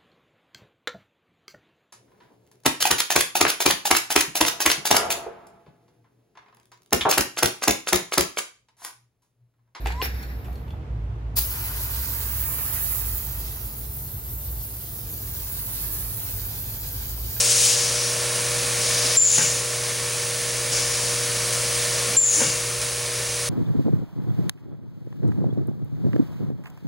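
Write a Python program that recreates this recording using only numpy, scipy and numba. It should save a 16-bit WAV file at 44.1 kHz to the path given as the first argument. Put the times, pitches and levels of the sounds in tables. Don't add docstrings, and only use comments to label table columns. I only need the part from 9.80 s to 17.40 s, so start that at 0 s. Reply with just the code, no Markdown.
import sys
import numpy as np
from scipy import signal
from scipy.fft import rfft, irfft
from scipy.io import wavfile
from scipy.ndimage import uniform_filter1d, map_coordinates
from numba import njit

SR = 44100
rng = np.random.default_rng(int(sys.argv[2]) if len(sys.argv) > 2 else 0)


def put_to_file(sound):
    columns = np.atleast_2d(sound).T
    safe = np.clip(columns, -1, 1)
    whole_steps = np.round(safe * 32767)
    wavfile.write(sys.argv[1], SR, whole_steps.astype(np.int16))


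N = 335160
T = np.arange(N) / SR


def undb(db):
    return 10 ** (np.asarray(db) / 20)


def unit(x):
    return x / np.sqrt(np.mean(x ** 2))


def curves(table):
    s, *columns = np.transpose(np.vstack(table))
    return [np.interp(T, s, column) for column in columns]


def at(points, hz):
    point_hz, value = np.array(points).T
    return np.interp(np.log(hz), np.log(point_hz), value)


@njit
def svf(x, hz, width):
    y, band, low = np.empty(len(x)), 0., 0.
    g, damping = np.tan(np.pi * hz / SR), width / hz
    for i in range(len(x)):
        v = (band + g * (x[i] - low)) / (1 + g * (g + damping))
        band, low, y[i] = 2 * v - band, low + 2 * g * v, damping * v
    return y


def ring(x, modes):
    total = 0
    for k, (hz, width, db) in enumerate(modes):
        total = total + (-1) ** k * undb(db) * svf(x, 1. * hz, 1. * width)
    return total


def walk(rate):
    k = int(SR / rate)
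    held = np.repeat(rng.standard_normal(N // k + 1), k)
    return 1.25 * uniform_filter1d(uniform_filter1d(held, k), k)[:N]


def colour(x, points):
    return irfft(rfft(x) * undb(at(points, np.fft.rfftfreq(N, 1 / SR) + 1)), N)


def grains(rate, spread_db, share):
    size = undb(spread_db * np.minimum(rng.exponential(size=N), 4.0))
    drops = (rng.random(N) < rate / SR) * size * rng.standard_normal(N)
    share = np.clip(share, 0, 1)
    return np.sqrt(1 - share) * rng.standard_normal(N) + np.sqrt(share) * unit(drops)


def delayed(x, lag_s):
    return map_coordinates(x, [np.arange(N) - lag_s * SR], order=3)


def ports(make, direct, pan_db, lead_s):
    near, direct = unit(make()), np.clip(direct, 0, 1)
    straight = np.array([near, delayed(near, lead_s)])
    scattered = np.array([unit(make()), unit(make())])
    pair = np.sqrt(direct) * straight + np.sqrt(1 - direct) * scattered
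    return pair * undb(np.array([[1], [-1]]) * pan_db / 2)


def patchy(x, depth_db):
    patch_hz, patch_s = 300, .04
    hz, s, z = signal.stft(x, SR, nperseg=512)
    field = rng.standard_normal(z.shape[1:])
    for axis, size in enumerate((int(patch_hz / hz[1]), int(patch_s / (s[1] - s[0])))):
        field = uniform_filter1d(uniform_filter1d(field, size, axis=axis), size, axis=axis)
    return signal.istft(z * undb(depth_db * unit(field)), SR, nperseg=512)[1][:, :N]


def leak():
    # (start [s], hold [s], whistle level [dB], rush level [dB], piping level [dB], whistle fade [dB/s])
    puffs = [(0, 0.056, -54, -51, -71, 100), (0.051, 0.068, -66, -40.5, -70, 200),
             (0.15, .075, -67, -54, -59, 300), (0.218, 0.039, -36, -34, -39.5, 700),
             (0.26, 0.061, -51, -42, -53, 88), (0.338, 0.14, -52, -47.5, -58, 37)]
    # (frequency [Hz], width [Hz], relative level [dB])
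    whistle_modes = [(9900, 770, -18), (12100, 1900, 0.5), (15200, 900, -0.5)]
    # (frequency [Hz], width [Hz], relative level [dB])
    rush_modes = [(1640, 430, 9), (2380, 580, 5), (3770, 400, 0.5), (4650, 580, -1.5), (5940, 1200, -9.5),
                  (7440, 520, -13)]
    attack_s, sealed_s, sputter_db = 0.0056, 1.05, 2.1
    shapes = []
    for start, hold, *_, fade in puffs:
        attack = np.clip((T - start) / attack_s, 0, 1)
        shapes.append(attack * undb(-fade * np.maximum(T - start - hold, 0)))
    levels = np.array(puffs)[:, 2:5].T
    whistle_gain, rush_gain, piping_gain = (
        undb(db) @ np.power(shapes, speed) for db, speed in zip(levels, (1, 1.5, 2.5)))
    on = np.clip((sealed_s - T) / 0.14, 0, 1) * undb(sputter_db * walk(26.4))
    whistle = ports(lambda: ring(rng.standard_normal(N), whistle_modes), 0.18, -0.48, 0.00019)
    rush = ports(lambda: ring(grains(3000, 2.0, 0.17), rush_modes), 0.45, 0.5, 0.00026)
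    piping = ports(lambda: ring(rng.standard_normal(N), [(5450, 75, 0)]), 0.6, 0.4, 0.000237)
    return on * (whistle * whistle_gain + rush * rush_gain + piping * piping_gain)


def drone(table, waver, swell_db):
    hz, db = curves(table)
    level = undb(db + swell_db * walk(9) + 2.1 * walk(22))
    phase = 2 * np.pi * np.cumsum(hz * (1 + waver * walk(15))) / SR
    return np.sqrt(2) * level * np.sin(phase)


def garage():
    # (frequency [Hz], relative level per Hz [dB])
    wash_spectrum = [(15, -48), (25, -49), (49, -3), (111, -13.5), (170, -22), (394, -28.5), (451, -26.5),
                     (545, -33), (591, -32), (734, -32.5), (1330, -37.5), (1440, -39.5), (3520, -50.5),
                     (3920, -54), (16000, -73)]
    # (frequency [Hz], likeness [-1 to 1])
    likeness = [(60, 1), (130, 0.9), (290, 0.87), (640, 0.57), (1200, -0.31), (2500, 0.15), (16000, -0.52)]
    # (time [s], pitch [Hz], level [dB])
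    deep_engine = [(0.0, 62.8, -31), (0.04, 61.9, -27), (0.29, 65.2, -29.5), (0.59, 57.24, -37),
                   (0.76, 62.17, -32), (0.99, 63.8, -38), (1.2, 55.85, -32.5), (2.05, 58.65, -34),
                   (2.26, 67.5, -35.5), (2.58, 65.64, -35), (2.9, 55.7, -43.5), (3.32, 54.3, -29.5),
                   (3.89, 54.57, -40.5), (4.13, 60.1, -41), (4.68, 61.2, -36.5), (4.78, 55.8, -36),
                   (5.08, 62.6, -59), (5.27, 52.95, -44), (6.03, 50.34, -36.5), (6.73, 55.3, -46.5),
                   (7.41, 55.98, -37), (7.6, 59.5, -52)]
    # (time [s], level [dB])
    boom_levels = [(0.0, -56), (0.8, -40.5), (1.35, -33), (1.37, -38.5), (2.33, -40.5), (6.29, -43.5),
                   (6.52, -43), (7.47, -46), (7.49, -37), (7.6, -49)]
    # (time [s], pitch [Hz], level [dB])
    pulling_engine = [(6.2, 102.7, -49), (6.41, 99.6, -38), (7.07, 109.5, -40.5), (7.2, 107.3, -45),
                      (7.35, 110.8, -40.5), (7.44, 111.2, -45.5), (7.6, 115, -33)]
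    wash_db, pan_db = -43.5, -1.24
    alike = np.clip(at(likeness, np.fft.rfftfreq(N, 1 / SR) + 1), -1, 1)
    mid, side = (rfft(colour(rng.standard_normal(N), wash_spectrum)) for _ in range(2))
    pair = irfft(np.sqrt(1 + alike) * mid + np.sqrt(1 - alike) * side * np.array([[1], [-1]]), N)
    upper = signal.sosfilt(signal.butter(4, 150, "high", fs=SR, output="sos"), pair)
    sink_db = np.interp(T, (0.72, 2.1), (0, -3.5))
    wash = pair / np.sqrt(np.mean(upper ** 2)) * undb(wash_db + sink_db + 0.27 * walk(1.9))
    # (frequency [Hz], width [Hz], gain per pass [dB])
    engines = [(105.7, 28.0, 0.44), (133.2, 21.6, -2.25)]
    blur = sum(ring(ring(rng.standard_normal(N), [engine]), [engine]) for engine in engines)
    boom = undb(curves(boom_levels)[0]) * unit(blur)
    pulling = np.clip((T - pulling_engine[0][0]) / 0.33, 0, 1) * drone(pulling_engine, 0.01, 0.98)
    deep = drone(deep_engine, 0.0404, 0.95)
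    return (wash + boom + pulling + deep) * undb([[pan_db / 2], [-pan_db / 2]])


def knocks():
    # (time [s], rattle level [dB], 60 dB decay [s], struck near [Hz],
    # hollow share [dB], thump share [dB], treble share [dB])
    blows = [(0.059, -23, 0.059, 2100, -2, -11, -17.5), (0.071, -23.5, 0.032, 2300, -15, -9, -10),
             (0.104, -35, .03, 2200, 2, -14, -17), (0.122, -31, .03, 3000, -10, -14, -13),
             (0.216, -15.5, 0.021, 2620, -18, -17, -26), (0.223, -26.5, 0.028, 4400, -5, 1.5, -18),
             (0.233, -31, 0.021, 2680, -14, -20, -21), (0.244, -42, .025, 2400, -11, -13, -20),
             (0.257, -25, 0.023, 1800, -13, -22, -9), (0.429, -33.5, 0.042, 4370, -10, -19, -10),
             (0.645, -42.5, 0.15, 2500, -17, -14, -13), (0.683, -53.5, 0.039, 4370, 17, 8, -15),
             (0.73, -44, .02, 4400, -5, -10, -8), (0.755, -40, 0.031, 4300, -10, -10, -12),
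             (0.779, -50, .02, 4400, -12, -12, -6), (0.879, -42, 0.045, 2900, -11, -15, -20),
             (0.905, -38, .035, 3330, -11, -10, -18), (0.934, -58, 0.03, 2500, 20.5, 10, -15),
             (7.563, -31.5, .04, 1300, -22, -25, -14)]
    # (frequency [Hz], width [Hz], relative level [dB])
    body_modes = [(1460, 140, -6), (1640, 150, -1), (2010, 170, -3), (2450, 140, -1), (2800, 280, -1),
                  (3480, 260, -4), (4420, 260, -2), (5430, 130, -3)]
    # (frequency [Hz], width [Hz], gain [dB])
    tank_modes = (758, 160, 18.5), (444, 120, 20)
    contact, contact_db = 5.5, -20
    body, hollow, thump, crack = parts = np.zeros((4, N))
    t = np.arange(SR // 4) / SR
    chance = rng.standard_normal((len(blows), len(t)))
    chance[:, :3] += contact * np.minimum(undb(np.array(blows)[:, 1:2] - contact_db), 1)
    for (s, db, ring_s, hz, *shares_db), rattle in zip(blows, chance):
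        i = int(s * SR)
        blow = (undb(db) * rattle * np.exp(-np.log(1000) * t / ring_s))[:N - i]
        struck = [(hz, 2000, 0)]
        body[i:i + len(blow)] += ring(ring(blow, struck), struck)
        parts[1:, i:i + len(blow)] += undb(shares_db)[:, None] * blow
    dry = undb(7.5) * ring(body, body_modes) + ring(crack, [(6900, 6000, 2.3)])
    for x, mode in zip((hollow, thump), tank_modes):
        dry = dry + ring(ring(x, [mode]), [(mode[0], 4 * mode[1], 0)])
    t = np.arange(SR // 2) / SR
    decay = np.exp(-np.log(1000) * t / 0.25) * np.clip(t / 0.0018, 0, 1)
    tail = rng.standard_normal((2, len(t))) * decay
    answer = signal.fftconvolve(dry[None], tail, axes=1)[:, :N]
    return dry * undb([[.8], [-.8]]) + undb(-30.5) * answer


def squeak():
    # (time [s], pitch [Hz], level [dB])
    glide = [(0.1, 778, -45), (0.113, 875, -46), (0.148, 958, -48), (0.17, 964, -46.5),
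             (0.212, 1036, -35.5)]
    # (multiple of the pitch, relative level [dB])
    harmonics = [(1, 3), (2, -14), (4, -26), (5, -32), (6, -32), (7, -27), (8, -26)]
    stop_s, fade_s = .221, .005
    hz, db = curves(glide)
    phase = 2 * np.pi * np.cumsum(hz * (1 + 0.0046 * walk(154))) / SR
    on = np.clip((T - glide[0][0]) / .012, 0, 1) * np.clip((stop_s - T) / fade_s, 0, 1)
    series = sum(undb(order_db) * np.sin(k * phase) for k, order_db in harmonics)
    return on * np.sqrt(2) * undb(db + 2.2 * walk(75)) * series


def flank(x, lag_s):
    return x + .2 * np.array([delayed(channel, lag_s) for channel in x])


def spray():
    # (time [s], jet level [dB], tearing level [dB], foam landing level [dB],
    # jet left minus right [dB])
    sweep = [(1.62, -25, -39, -52, 0), (1.73, -30, -42.5, -43, -2), (1.9, -29.5, -41, -42.5, -0.5),
             (2.27, -28.5, -39, -45.5, -5.5), (2.5, -28.5, -40.5, -45, -5.5),
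             (2.77, -27.5, -42, -44.5, -4.5), (2.9, -26, -40, -43.5, -4.5), (3.08, -25, -40, -44.5, -5.5),
             (3.35, -28, -43, -48, -5), (3.67, -33, -43, -50, -2.5), (4.0, -34, -47, -56, -2),
             (4.2, -33.5, -48.5, -60, -1.5), (4.6, -34.5, -51, -56.5, -1), (5.08, -33, -46.5, -61, -2.5),
             (5.5, -33, -44.5, -58, -2.5), (5.8, -30.5, -43, -52.5, -3), (5.9, -28.5, -42.5, -52.5, -3.5),
             (6.1, -28, -40, -52.5, -4), (6.27, -29, -43, -52, -4), (6.4, -30.5, -42.5, -52, -2),
             (6.7, -30.5, -42.5, -54, -2.5), (7.03, -33, -43, -56, -1.5), (7.3, -32, -41.5, -54.5, -1),
             (7.42, -34.5, -44.5, -58, -1), (7.53, -28.5, -40, -58, -3), (7.6, -31, -41, -51, -1.5)]
    # (time [s], left port lead [ms], flank echo lag [ms])
    place = [(1.6, .2, 2.05), (2.2, .15, 2.0), (3.0, .09, 1.6), (3.8, .18, 1.5), (4.4, .23, 1.4),
             (5.0, .22, 1.45), (5.4, .15, 1.75), (5.9, .1, 2.0), (6.3, .1, 1.6), (6.8, .16, 1.15),
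             (7.4, .14, 1.3)]
    # (frequency [Hz], relative level per Hz [dB])
    jet_spectrum = [(4100, -31), (7000, -9), (9100, -10.5), (10500, -1.5), (12100, 3), (14000, 4),
                    (15700, 7.5), (20000, -5)]
    # (frequency [Hz], relative level per Hz [dB])
    tear_spectrum = [(1470, -8.5), (2500, -7), (3360, -4), (4530, -0.5), (7790, -5), (9000, 0), (11700, -6),
                     (19800, -120)]
    # (frequency [Hz], relative level per Hz [dB])
    foam_spectrum = [(290, -35), (500, -13), (620, -9), (924, -2), (1190, -3.5), (1680, -4), (3200, -9),
                     (4160, -48), (7040, -120)]
    trigger_s, open_s = 1.553, 0.02
    # excess [dB] of jet, tearing and foam
    spit_db, spit_hold_s, spit_fade_s = (6.5, 3.5, 10), 0.016, .004
    burst_db, burst_s = (0, 10.5, -1), 0.069
    jet_db, tear_db, foam_db, pan_db = curves(sweep)
    lead_s, echo_s = np.array(curves(place)) / 1000
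    flutter = walk(14)
    jet = ports(lambda: colour(grains(6000, 3.5, 0.43), jet_spectrum), .4, pan_db, lead_s)
    tear = ports(lambda: colour(grains(5000, 2.0, 0.62), tear_spectrum), .35, 0.051 * pan_db, lead_s)
    foam = ports(lambda: colour(grains(3000, 0.75, 0.33), foam_spectrum), .65, -1, lead_s)
    since = np.maximum(T - trigger_s, 0)
    flow = np.clip(since / open_s, 0, 1) ** 2
    spit = np.exp(-np.maximum(since - open_s - spit_hold_s, 0) / spit_fade_s) * (1 + .3 * walk(220))
    ease = np.exp(-np.maximum(since - open_s, 0) / burst_s)
    burst = [a * spit + b * ease for a, b in zip(spit_db, burst_db)]
    jet = jet * undb(jet_db + burst[0] + 0.5 * flutter + 0.94 * walk(40))
    tear = tear * undb(tear_db + burst[1] + 0.16 * flutter + 1.07 * walk(30))
    foam = foam * undb(foam_db + burst[2] + 0.3 * flutter + 0.75 * walk(25.01))
    return flank(flow * (jet + tear + foam), echo_s)


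def tones():
    # (start [s], length [s], frequency [Hz], level [dB])
    whistles = [(5.8, .2, 1610, -69), (6.023, .23, 1684, -61.5), (6.72, .17, 1569, -65),
                (7.03, .2, 1570, -63)]
    edge_s = 0.026
    wobble = np.cumsum(0.0027 * walk(25)) / SR
    total = np.zeros(N)
    for start, length, hz, db in whistles:
        edges = np.clip(np.minimum(T - start, start + length - T) / edge_s, 0, 1)
        total += undb(db) * edges * np.sin(2 * np.pi * hz * (T + wobble))
    return np.sqrt(2) * undb(2.5 * walk(18)) * total


def scene():
    patch_db = 1.3
    return patchy(leak(), patch_db) + garage() + knocks() + squeak() + patchy(spray(), patch_db) + tones()


def record(dry):
    hz, width, depth = 7900, 600, 0.79
    heard = np.array([dry[0] - depth * ring(dry[0], [(hz, width, 0)]), dry[1]])
    low_cut = signal.sosfilt(signal.butter(4, 42, "high", fs=SR, output="sos"), heard)
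    return signal.sosfilt(signal.ellip(12, .2, 90, 15780, fs=SR, output="sos"), low_cut)


dry = scene()
out = record(dry)
put_to_file(out)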